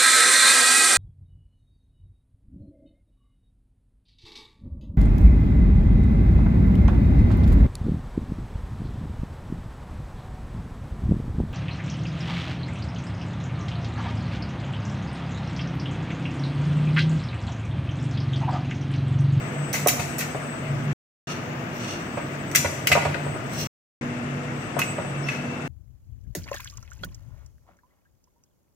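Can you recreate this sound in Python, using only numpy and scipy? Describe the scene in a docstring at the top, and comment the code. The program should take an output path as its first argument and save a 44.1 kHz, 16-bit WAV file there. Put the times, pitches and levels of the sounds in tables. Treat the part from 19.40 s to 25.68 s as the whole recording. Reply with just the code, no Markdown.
"""In a hard-walled kitchen, steel tongs move grilled meat between wire racks set in sheet pans.
The tongs clink, scrape and once squeak on the wires: short ticks and noise set the wire pitches ringing.
The pans knock dully and soft landings shake the counter; noise that dies away gives the echo of the walls.
Fans and a compressor hum, made of noise bands and wavering tones, over a faint microphone hiss.
Twice the sound is muted for a third of a second."""
import sys
import numpy as np
from scipy import signal
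from scipy.io import wavfile

SR = 44100
rng = np.random.default_rng(int(sys.argv[2]) if len(sys.argv) > 2 else 0)


def master(y):
    """Save y as 16-bit WAV."""
    cut = np.clip(np.atleast_2d(y).T, -1, 1)
    pcm = np.round(cut * 32767)  # scale
    wavfile.write(sys.argv[1], SR, pcm.astype(np.int16))


N = 276859

# All levels within a table are relative to each other unless marked otherwise.
# Tongs hitting wire: [t/s, level/dB, brightness/dB per octave, favoured f/Hz,
# chatter t60/s (held to 0.002-0.3), left minus right/dB]; t60 is the time to fade by 60 dB
CLINKS = [(0.3293, -22, -0.5, 5940, 0.084, -1), (0.3409, -19, -2.3, 1970, 0.52, 2),
          (0.4719, -15.5, 2.5, 6950, 0.01, -1), (0.4829, -11, 0.1, 2030, 0.046, -0.5),
          (0.5014, -40, 6, 7180, .026, 6.5), (0.5945, -28.5, -5, 3520, 0.3, 13),
          (0.783, -25.5, 2.5, 7350, 0.097, 0.5), (0.791, -32, -7.5, 6400, .04, -6),
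          (0.8044, -23.5, -6, 6800, 0.11, 0), (2.7736, -44.5, -13, 1970, 0.17, 0),
          (3.1135, -35.5, -4, 5970, .029, -3), (3.1491, -11, -3, 1990, 0.051, -0.5),
          (3.1575, -13, 0.5, 6170, 0.014, 8), (3.1669, -25, -1, 6030, 0.03, 2),
          (3.2464, -32.5, -10.5, 1910, 0.077, 1), (3.4709, -13, -2.5, 2460, 0.011, -1),
          (3.517, -15.5, -8, 2140, 0.051, -1.5), (3.5262, -18.5, -4.5, 2900, 0.016, 4),
          (3.6194, -40, -9, 1950, 0.046, 10), (3.6495, -32.5, -8.5, 1870, .05, 7.5),
          (3.7432, -42, -14, 2300, 0.026, 10.5), (4.1322, -40.5, -0.7, 6300, 0.051, 8.5),
          (5.3901, -21, -1, 2650, 0.033, 0.5), (5.4165, -28.5, -9.5, 2650, 0.012, 2.5),
          (5.8857, -32, -10.5, 2510, 0.025, -3), (5.916, -38.5, -11, 2400, 0.36, 5)]
# Tongs and rack wires, damped by the glove and the meat: [f/Hz, level/dB, t60/s]
WIRES = [(1954, -4, 0.012), (2103, 4.5, 0.016), (2080, -9, 0.02), (2350, -4.5, 0.023), (2570, 1.5, 0.11),
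         (2793, -0.5, 0.086), (2890, 0, 0.053), (3520, -8, 0.027), (4335, -6.5, 0.035), (5100, -5, 0.025),
         (5340, -5, 0.024), (5590, -7, 0.018), (6000, 4, 0.055), (5940, -9, 0.05), (6030, -5.5, 0.04),
         (5870, -2.5, .03), (6240, -3.5, 0.027), (6340, 0, 0.035), (7300, -1, 0.032), (7100, -14, .04)]
# The rack's countless close pitches, heard as a wash: [centre f/Hz, level/dB, t60/s]
RACK_WASH = [(1590, -2.5, 0.049), (2244, 6, 0.12), (3100, -6, 0.064), (4180, 1, 0.12), (6460, 3.5, 0.24),
             (7200, 0, 0.043), (10600, -4.5, 0.05), (13000, -2, 0.025), (15500, -2, 0.033)]
# How unevenly the two sides hear the near steel: [f/Hz, left minus right/dB]
STEEL_TILT = [(1500, 4), (3000, -0.5), (6000, 5), (9000, -6.5), (13000, -5)]
# Tongs and meat dragged over wires: [loudest t/s, swell/s, fade/s, level/dB, brightness/dB per octave]
SCRAPES = [(1.91, 0.18, 0.14, -39.5, -3), (2.36, .06, 0.19, -48.5, 6), (2.5, 0.25, 0.21, -39.5, -2.5),
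           (4.214, 0.16, .16, -31.5, 4), (5.225, .19, 0.12, -55, 3), (5.9, 0.15, 0.23, -43.5, 0)]
# Tone colour of the scrapes: [f/Hz, level/dB per Hz]
SCRAPE_COLOUR = [(900, -9.5), (1300, 1.5), (2000, -5.5), (2900, 5), (4000, 1), (5200, 7), (6200, -10),
                 (7500, -13.5), (9500, -44.5), (12500, -35), (14500, -14.5), (16000, -24)]
# A tong tip squeaking along a wire: [t/s, half length/s, f/Hz, rms level at its loudest/dB]
SQUEAK = (5.846, .011, 5400, -44)
# Pan knocked through the rack: [t/s, level/dB, favoured f/Hz, left minus right/dB]
KNOCKS = [(0.341, -26.5, 1420, -10), (0.461, -14, 680, -5), (0.595, -27.5, 750, -6), (0.948, -21, 583, 3),
          (2.773, -22, 655, -4), (3.246, -16, 597, -2.5), (3.502, -27.5, 622, 12), (3.515, -20, 665, -6),
          (3.553, -11, 825, 2), (3.573, -17.5, 882, -9), (3.652, -14.5, 613, -2), (3.751, -26, 694, -1),
          (3.865, -23, 640, 1), (3.959, -27, 656, -1), (5.366, -21.5, 572, 14), (5.388, -22.5, 1210, -8.5),
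          (5.583, -18.5, 600, 1.5), (5.648, -28, 584, 0.5)]
# Ringing pitches of the sheet pan: [f/Hz, level/dB, t60/s]
PAN = [(447, -10.5, 0.038), (595, -5, 0.032), (633, -4, 0.07), (708.6, 0.5, 0.05), (800, -10, 0.07),
       (858, -5.5, 0.016), (937, 0.5, .04), (1105, -2.5, 0.046), (1240, -2.5, 0.053), (1250, -14.5, 0.035),
       (1433, -5.5, 0.11), (1570, -7.5, 0.019)]
# Meat landing and the counter shaking: [t/s, level/dB]
THUMPS = [(0.589, -30.5), (3.249, -25.5), (3.515, -24), (3.66, -24.5), (3.869, -30), (4.129, -34.5),
          (5.589, -40.5)]
# Low rumble of the fans: [f/Hz, level/dB per Hz]
RUMBLE = [(15, -69), (25, -40), (113, -6.5), (141, -7.5), (183, -6), (239, -9.5), (271, -9), (420, -14.5),
          (500, -12.5), (650, -42), (1100, -120)]
# Rush of air from the fans: [f/Hz, level/dB per Hz]
RUSH = [(180, -39.5), (300, 0.5), (418, -20), (477, -8.5), (697, -1), (836, -8), (1180, -7.5), (1290, -6),
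        (2180, -10), (2620, -13), (3890, -29.5), (6830, -26), (7920, -32.5), (9340, -45.5), (15600, -37.5)]
# Machine tones, each [f/Hz, width of one resonance/Hz, level/dB]
COMPRESSOR_DRONE = [(120.2, 17, -9), (144.64, 14, -0.5), (200, 35, -13.5)]
MOTOR = [(242.1, 3, 4.5), (491.5, 3.4, -5)]
WHINE = [(8000, 22, -2)]
SINGING_TONES = [(641, 23, 0), (1222, 44, 0), (2665, 36, 0)]  # low, middle and high
# Machine sounds that swell and sink most, as rms levels:
# [t/s, compressor drone level/dB, whine level/dB, high singing tone level/dB]
SWELLS = [(0.0, -31, -50.5, -68), (0.75, -35, -47, -50), (1.1, -41, -46.5, -52), (1.35, -27.5, -55, -65),
          (1.53, -28, -56.5, -69), (1.87, -43, -76, -68.5), (2.5, -38.5, -57.5, -67),
          (3.0, -38.5, -53.5, -70), (3.5, -32, -53, -62), (4.27, -32, -49, -62), (4.61, -34, -62, -53.5),
          (5.1, -37, -60, -56), (5.5, -38, -43, -56), (5.85, -33, -56, -44), (6.28, -39.5, -57, -47.5)]
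# Machine tones and microphone hiss that hold a level, then step to another while muted, as rms levels:
# [from t/s, motor level/dB, low singing tone level/dB, middle singing tone level/dB, hiss level/dB]
STEPPED_LEVELS = [(0, -39, -49.5, -56.5, -62.5), (1.7, -44, -52, -50.5, -61), (4.4, -37.5, -63, -64, -77)]
# How alike left and right are in the fan noise, machine tones and squeak: [f/Hz, likeness from -1 to 1]
LIKENESS = [(60, 0.75), (150, 0.98), (380, 0.87), (950, -0.043), (2380, -0.091), (5980, -0.13),
            (15000, -0.18)]
# Their balance between the sides: [f/Hz, left minus right/dB]
TILT = [(60, -3.5), (150, 0.0), (380, 0.5), (950, 2), (2380, 7), (5980, 10), (15000, -2)]
# Silences: [from t/s, to t/s]
MUTES = [(1.5318, 1.871), (4.2718, 4.611)]

CLINK_PIVOT_HZ = 5500  # brightness turns about this pitch
RACK_AWAY_DB = 1  # loss of the rack's wash per octave from the favoured pitch
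STROKE_DB = 31.5  # how far a scrape drops over its swell time or fade time
KNOCK_CHATTER_S = 0.078  # t60 of the ticks after a knock
COUNTER_HZ, COUNTER_T60_S = 91, 0.28
KITCHEN_T60_S, TREBLE_T60_S, WALL_CUT_HZ, KITCHEN_DB = 0.73, 0.17, 11000, -7.5
RUMBLE_DB, RUSH_DB, HISS_LOW_HZ = -35.5, -35.5, 13800
MUTE_EDGE_S, TOP, CUTOFF_HZ = .002, 1.05, 16200  # fade at a mute; level where peaks round; treble limit


def clinks():
    """Each blow rings the wire pitches near its favoured one, cracks, and shivers through the rack."""
    events = np.array(CLINKS)
    favoured_hz = events[:, 3]
    ticks = contacts(events[:, 5], events[:, 4], spread_db=3.5, apart=1.2, strike=0.31, rise_s=0.00078)
    luck = rng.standard_normal((len(events), len(WIRES)))

    def colour(hz):
        return events[:, 1] + events[:, 2] * np.log2(hz / CLINK_PIVOT_HZ)

    out = np.zeros((2, N))
    for k, (hz, level_db, t60) in enumerate(WIRES):
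        away_db = 71.0 * np.abs(np.log2(hz / favoured_hz))
        blow_db = colour(hz) + level_db - 2.0 - away_db + 2 * luck[:, k]
        out += ring(force(events, ticks, blow_db), hz, t60)
    for hz, level_db, t60 in RACK_WASH:
        away_db = RACK_AWAY_DB * np.abs(np.log2(hz / favoured_hz))
        blows = force(events, ticks, colour(hz) + level_db + 21 - away_db)
        crack = band(blows, hz * .83, min(hz * 1.164, 19000))
        out += sides(at_hz(STEEL_TILT, hz)) * (crack + from_db(3) * wash(crack, t60))
    return out


def scrapes():
    """Dragging is a run of uneven tiny slips, heard as hiss and through the ringing wires."""
    stroke, bright = strokes()
    grit = rng.standard_normal((2, N)) * from_db(2.1 * rng.standard_normal(N))
    slips = stroke * rms_one(grit)

    def scrape_db(hz):
        return at_hz(SCRAPE_COLOUR, hz) + bright * np.log2(hz / CLINK_PIVOT_HZ)

    out = np.zeros((2, N))
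    for hz, level_db, t60 in WIRES:
        out += ring(from_db(scrape_db(hz) + level_db - 37.0) * slips, hz, t60)
    edges = np.geomspace(900, 16000, num=13)
    for low, high in zip(edges, edges[1:]):
        out += from_db(11 + scrape_db(np.sqrt(low * high))) * band(slips, low, high)
    return out


def strokes():
    """Each stroke swells, then fades, unevenly; the loudest one of the moment sets the brightness."""
    t = np.arange(N) / SR
    levels = []
    for s, swell, fade, level_db, _ in SCRAPES:
        distance = np.where(t < s, (s - t) / swell, (t - s) / fade)
        levels.append(from_db(level_db - STROKE_DB * distance))
    levels = np.array(levels)
    bright = np.array(SCRAPES)[levels.argmax(axis=0), 4]
    return levels.sum(axis=0) * from_db(1.8 * drift(40)), bright


def squeak():
    """A tong tip gives a short swell of one slightly rough pitch."""
    s, half, hz, level_db = SQUEAK
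    swell = np.exp(-((np.arange(N) / SR - s) / half) ** 2)
    return from_db(level_db) * swell * tones([(hz, 60, 0)], steady=2.5)


def knocks():
    """A blunt blow rings the pan pitches nearest its favoured one most, over a broad thud."""
    events = np.array(KNOCKS)
    ticks = contacts(events[:, 3], KNOCK_CHATTER_S, spread_db=5.5, apart=0.93, strike=0.49, rise_s=.0015)
    luck = rng.standard_normal((len(events), len(PAN)))
    out = band(force(events, ticks, events[:, 1] + 24), 450, 2100)  # thud
    for k, (hz, level_db, t60) in enumerate(PAN):
        away_db = 13.5 * np.abs(np.log2(hz / events[:, 2]))
        blow_db = events[:, 1] + level_db + 1.0 - away_db + 0.5 * luck[:, k]
        out += ring(force(events, ticks, blow_db), hz, t60)
    return band(out, 380, 2000)


def thumps():
    """A soft heavy landing sets the counter swinging for a few cycles."""
    push = np.zeros(N)
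    for s, level_db in THUMPS:
        push[round(s * SR)] = from_db(level_db)
    return band(ring(push, COUNTER_HZ, COUNTER_T60_S), 60, 200)


def kitchen(x):
    """Hard walls answer after 12 ms, a few metres of travel; the treble dies sooner."""
    late = np.pad(x, ((0, 0), (round(.012 * SR), 0)))[:, :N]
    body = wash(band(late, 200, WALL_CUT_HZ), KITCHEN_T60_S)
    treble = wash(band(late, WALL_CUT_HZ, 18000), TREBLE_T60_S)
    return body + treble


def fans_and_hiss():
    """Fans and compressor: rumble, rush of air and machine tones, plus microphone hiss."""
    drone_db, whine_db, high_tone_db = in_time(SWELLS)
    steps = np.array(STEPPED_LEVELS)
    step_now = np.searchsorted(steps[1:, 0], np.arange(N) / SR)
    motor_db, low_tone_db, middle_tone_db, hiss_db = steps[step_now, 1:].T
    white = rng.standard_normal((2, 2, N))  # neighbouring bands get unrelated noise
    out = from_db(RUMBLE_DB) * air(RUMBLE, 0.89, white)
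    out += from_db(RUSH_DB) * air(RUSH, 1.0, white[:, :, ::-1])  # reversed, so unlike the rumble
    microphone_hiss = band(band(white[0], HISS_LOW_HZ, 17000), HISS_LOW_HZ, 17000)
    out += from_db(hiss_db) * rms_one(microphone_hiss)
    out += from_db(drone_db) * tones(COMPRESSOR_DRONE)
    out += from_db(motor_db) * tones(MOTOR, steady=1.3)
    for level_db, line in zip([low_tone_db, middle_tone_db, high_tone_db], SINGING_TONES):
        out += from_db(level_db) * tones([line])
    return out + from_db(whine_db) * tones(WHINE, steady=0.89)


def air(spectrum, patchy_db, white):
    """Rushing air: third-octave bands of stereo noise, each with its own level and flicker; rms 1."""
    octaves = np.log2(spectrum[-1][0] / spectrum[0][0])
    edges = spectrum[0][0] * 2 ** np.arange(0, octaves + .2, 1 / 3)
    out, together = 0, drift(1.4)
    for k, (low, high) in enumerate(zip(edges, edges[1:])):
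        hz = np.sqrt(low * high)
        flicker_db = patchy_db * (0.087 * together + drift(26))
        gain = from_db(at_hz(spectrum, hz) + flicker_db)
        out = out + gain * stereo(hz, *band(white[k % 2], low, high))
    return rms_one(out)


def tones(lines, steady=0.):
    """Wavering tones: noise twice through a narrow resonance, plus a share of steady sine; rms 1."""
    out = 0
    for hz, width, level_db in lines:
        t60 = np.log(1000) / np.pi / width
        once = ring(rng.standard_normal((2, N)), hz, t60)
        rough = rms_one(ring(once, hz, t60))
        rough[0] += steady * np.sin(2 * np.pi * hz * np.arange(N) / SR)
        out = out + from_db(level_db) * stereo(hz, *rough)
    return rms_one(out)


def contacts(pan_db, t60, spread_db, apart, strike, rise_s):
    """A blow is a firm first touch, then uneven ticks that gather and die, partly unlike left and right."""
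    age, count = np.arange(SR // 8) / SR, len(pan_db)
    uneven = from_db(spread_db * rng.standard_normal((count, 1, len(age))))
    ticks = rng.standard_normal((count, 3, len(age))) * uneven
    ticks = ticks[:, :1] + apart * ticks[:, 1:]  # one shared stream plus one for each side
    t60 = np.reshape(np.clip(t60, .002, .3), (-1, 1, 1))
    ticks = ticks * from_db(-60 * age / t60) * np.tanh(age / rise_s)
    ticks /= np.sqrt(np.mean(np.sum(ticks ** 2, axis=2), axis=1))[:, None, None]
    ticks[:, :, 0] = strike
    return ticks / np.hypot(1, strike) * np.array([sides(pan) for pan in pan_db])


def force(events, ticks, level_db):
    """The push of the blows laid out in time, each at its level."""
    out = np.zeros((2, N + ticks.shape[2]))
    for s, tick, gain in zip(events[:, 0], ticks, from_db(level_db)):
        start = round(s * SR)
        out[:, start:start + tick.shape[1]] += gain * tick
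    return out[:, :N]


def ring(push, hz, t60):
    """A damped resonance: a unit click sets a sine of about height 1 ringing."""
    r, w = from_db(-60 / (t60 * SR)), 2 * np.pi * hz / SR
    return signal.lfilter([0, np.sin(w)], [1, -2 * r * np.cos(w), r * r], push + 1e-18)


def wash(x, t60):
    """Spreads every tick into noise that dies away, different on each side; energy 1."""
    age = np.arange(int(min(t60, 1) * SR)) / SR
    tail = rng.standard_normal((2, len(age))) * from_db(-60 * age / t60)
    tail /= np.sqrt(np.sum(tail ** 2, axis=1, keepdims=True))
    return signal.oaconvolve(x, tail, axes=1)[:, :N]


def band(x, low_hz, high_hz):
    """Keeps the pitches between two limits."""
    return signal.sosfilt(signal.butter(2, [low_hz, high_hz], "band", fs=SR, output="sos"), x)


def stereo(hz, mid, side):
    """Mixes two signals to the left-right likeness and balance set for this pitch."""
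    alike = np.clip(at_hz(LIKENESS, hz), -1, 1)
    shared = np.sqrt(1 + alike) * mid
    opposed = np.sqrt(1 - alike) * side * [[1], [-1]]
    return sides(at_hz(TILT, hz)) * (shared + opposed)


def drift(rate):
    """Slow wandering: noise at every 40th sample, smoothed twice at rate (Hz); rms 1 before filling in."""
    r = np.exp(-80 * np.pi * rate / SR)
    noise = rng.standard_normal(N // 40 + 2002)
    slow = signal.lfilter([1], [1, -2 * r, r * r], noise)[2000:]  # drop the start-up
    return np.interp(np.arange(N) / 40, np.arange(len(slow)), rms_one(slow))


def sides(pan_db):
    """Left and right gains for a level difference."""
    return from_db(np.array([[.5], [-.5]]) * pan_db)


def at_hz(points, hz):
    """Reads a table at a pitch, with straight lines over log frequency."""
    table_hz, values = np.array(points).T
    return np.interp(np.log(hz), np.log(table_hz), values)


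def in_time(rows):
    """The columns of a table read at every sample."""
    s, *columns = np.transpose(rows)
    return [np.interp(np.arange(N) / SR, s, c) for c in columns]


def from_db(db):
    """Decibels to a plain gain."""
    return 10 ** (np.asarray(db) / 20)


def rms_one(x):
    """Scales a signal to rms 1."""
    return x / np.sqrt(np.mean(x ** 2) + 1e-20)


def scene():
    """The steel sounds and their echo, over the thumps, the machines and the hiss."""
    steel = clinks() + scrapes() + knocks() + squeak()
    return steel + from_db(KITCHEN_DB) * kitchen(steel) + thumps() + fans_and_hiss()


def record(dry):
    """Peaks are rounded, the sound is switched off in the mutes, then the top treble is cut."""
    t, on = np.arange(N) / SR, np.ones(N)
    for start, end in MUTES:
        outside_s = np.maximum(start - t, t - end)
        on *= np.clip(outside_s / MUTE_EDGE_S + .2, 0, 1)
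    rounded = TOP * np.tanh(dry / TOP)
    return signal.sosfilt(signal.cheby2(22, 80, CUTOFF_HZ, fs=SR, output="sos"), rounded * on)


dry = scene()
out = record(dry)
master(out)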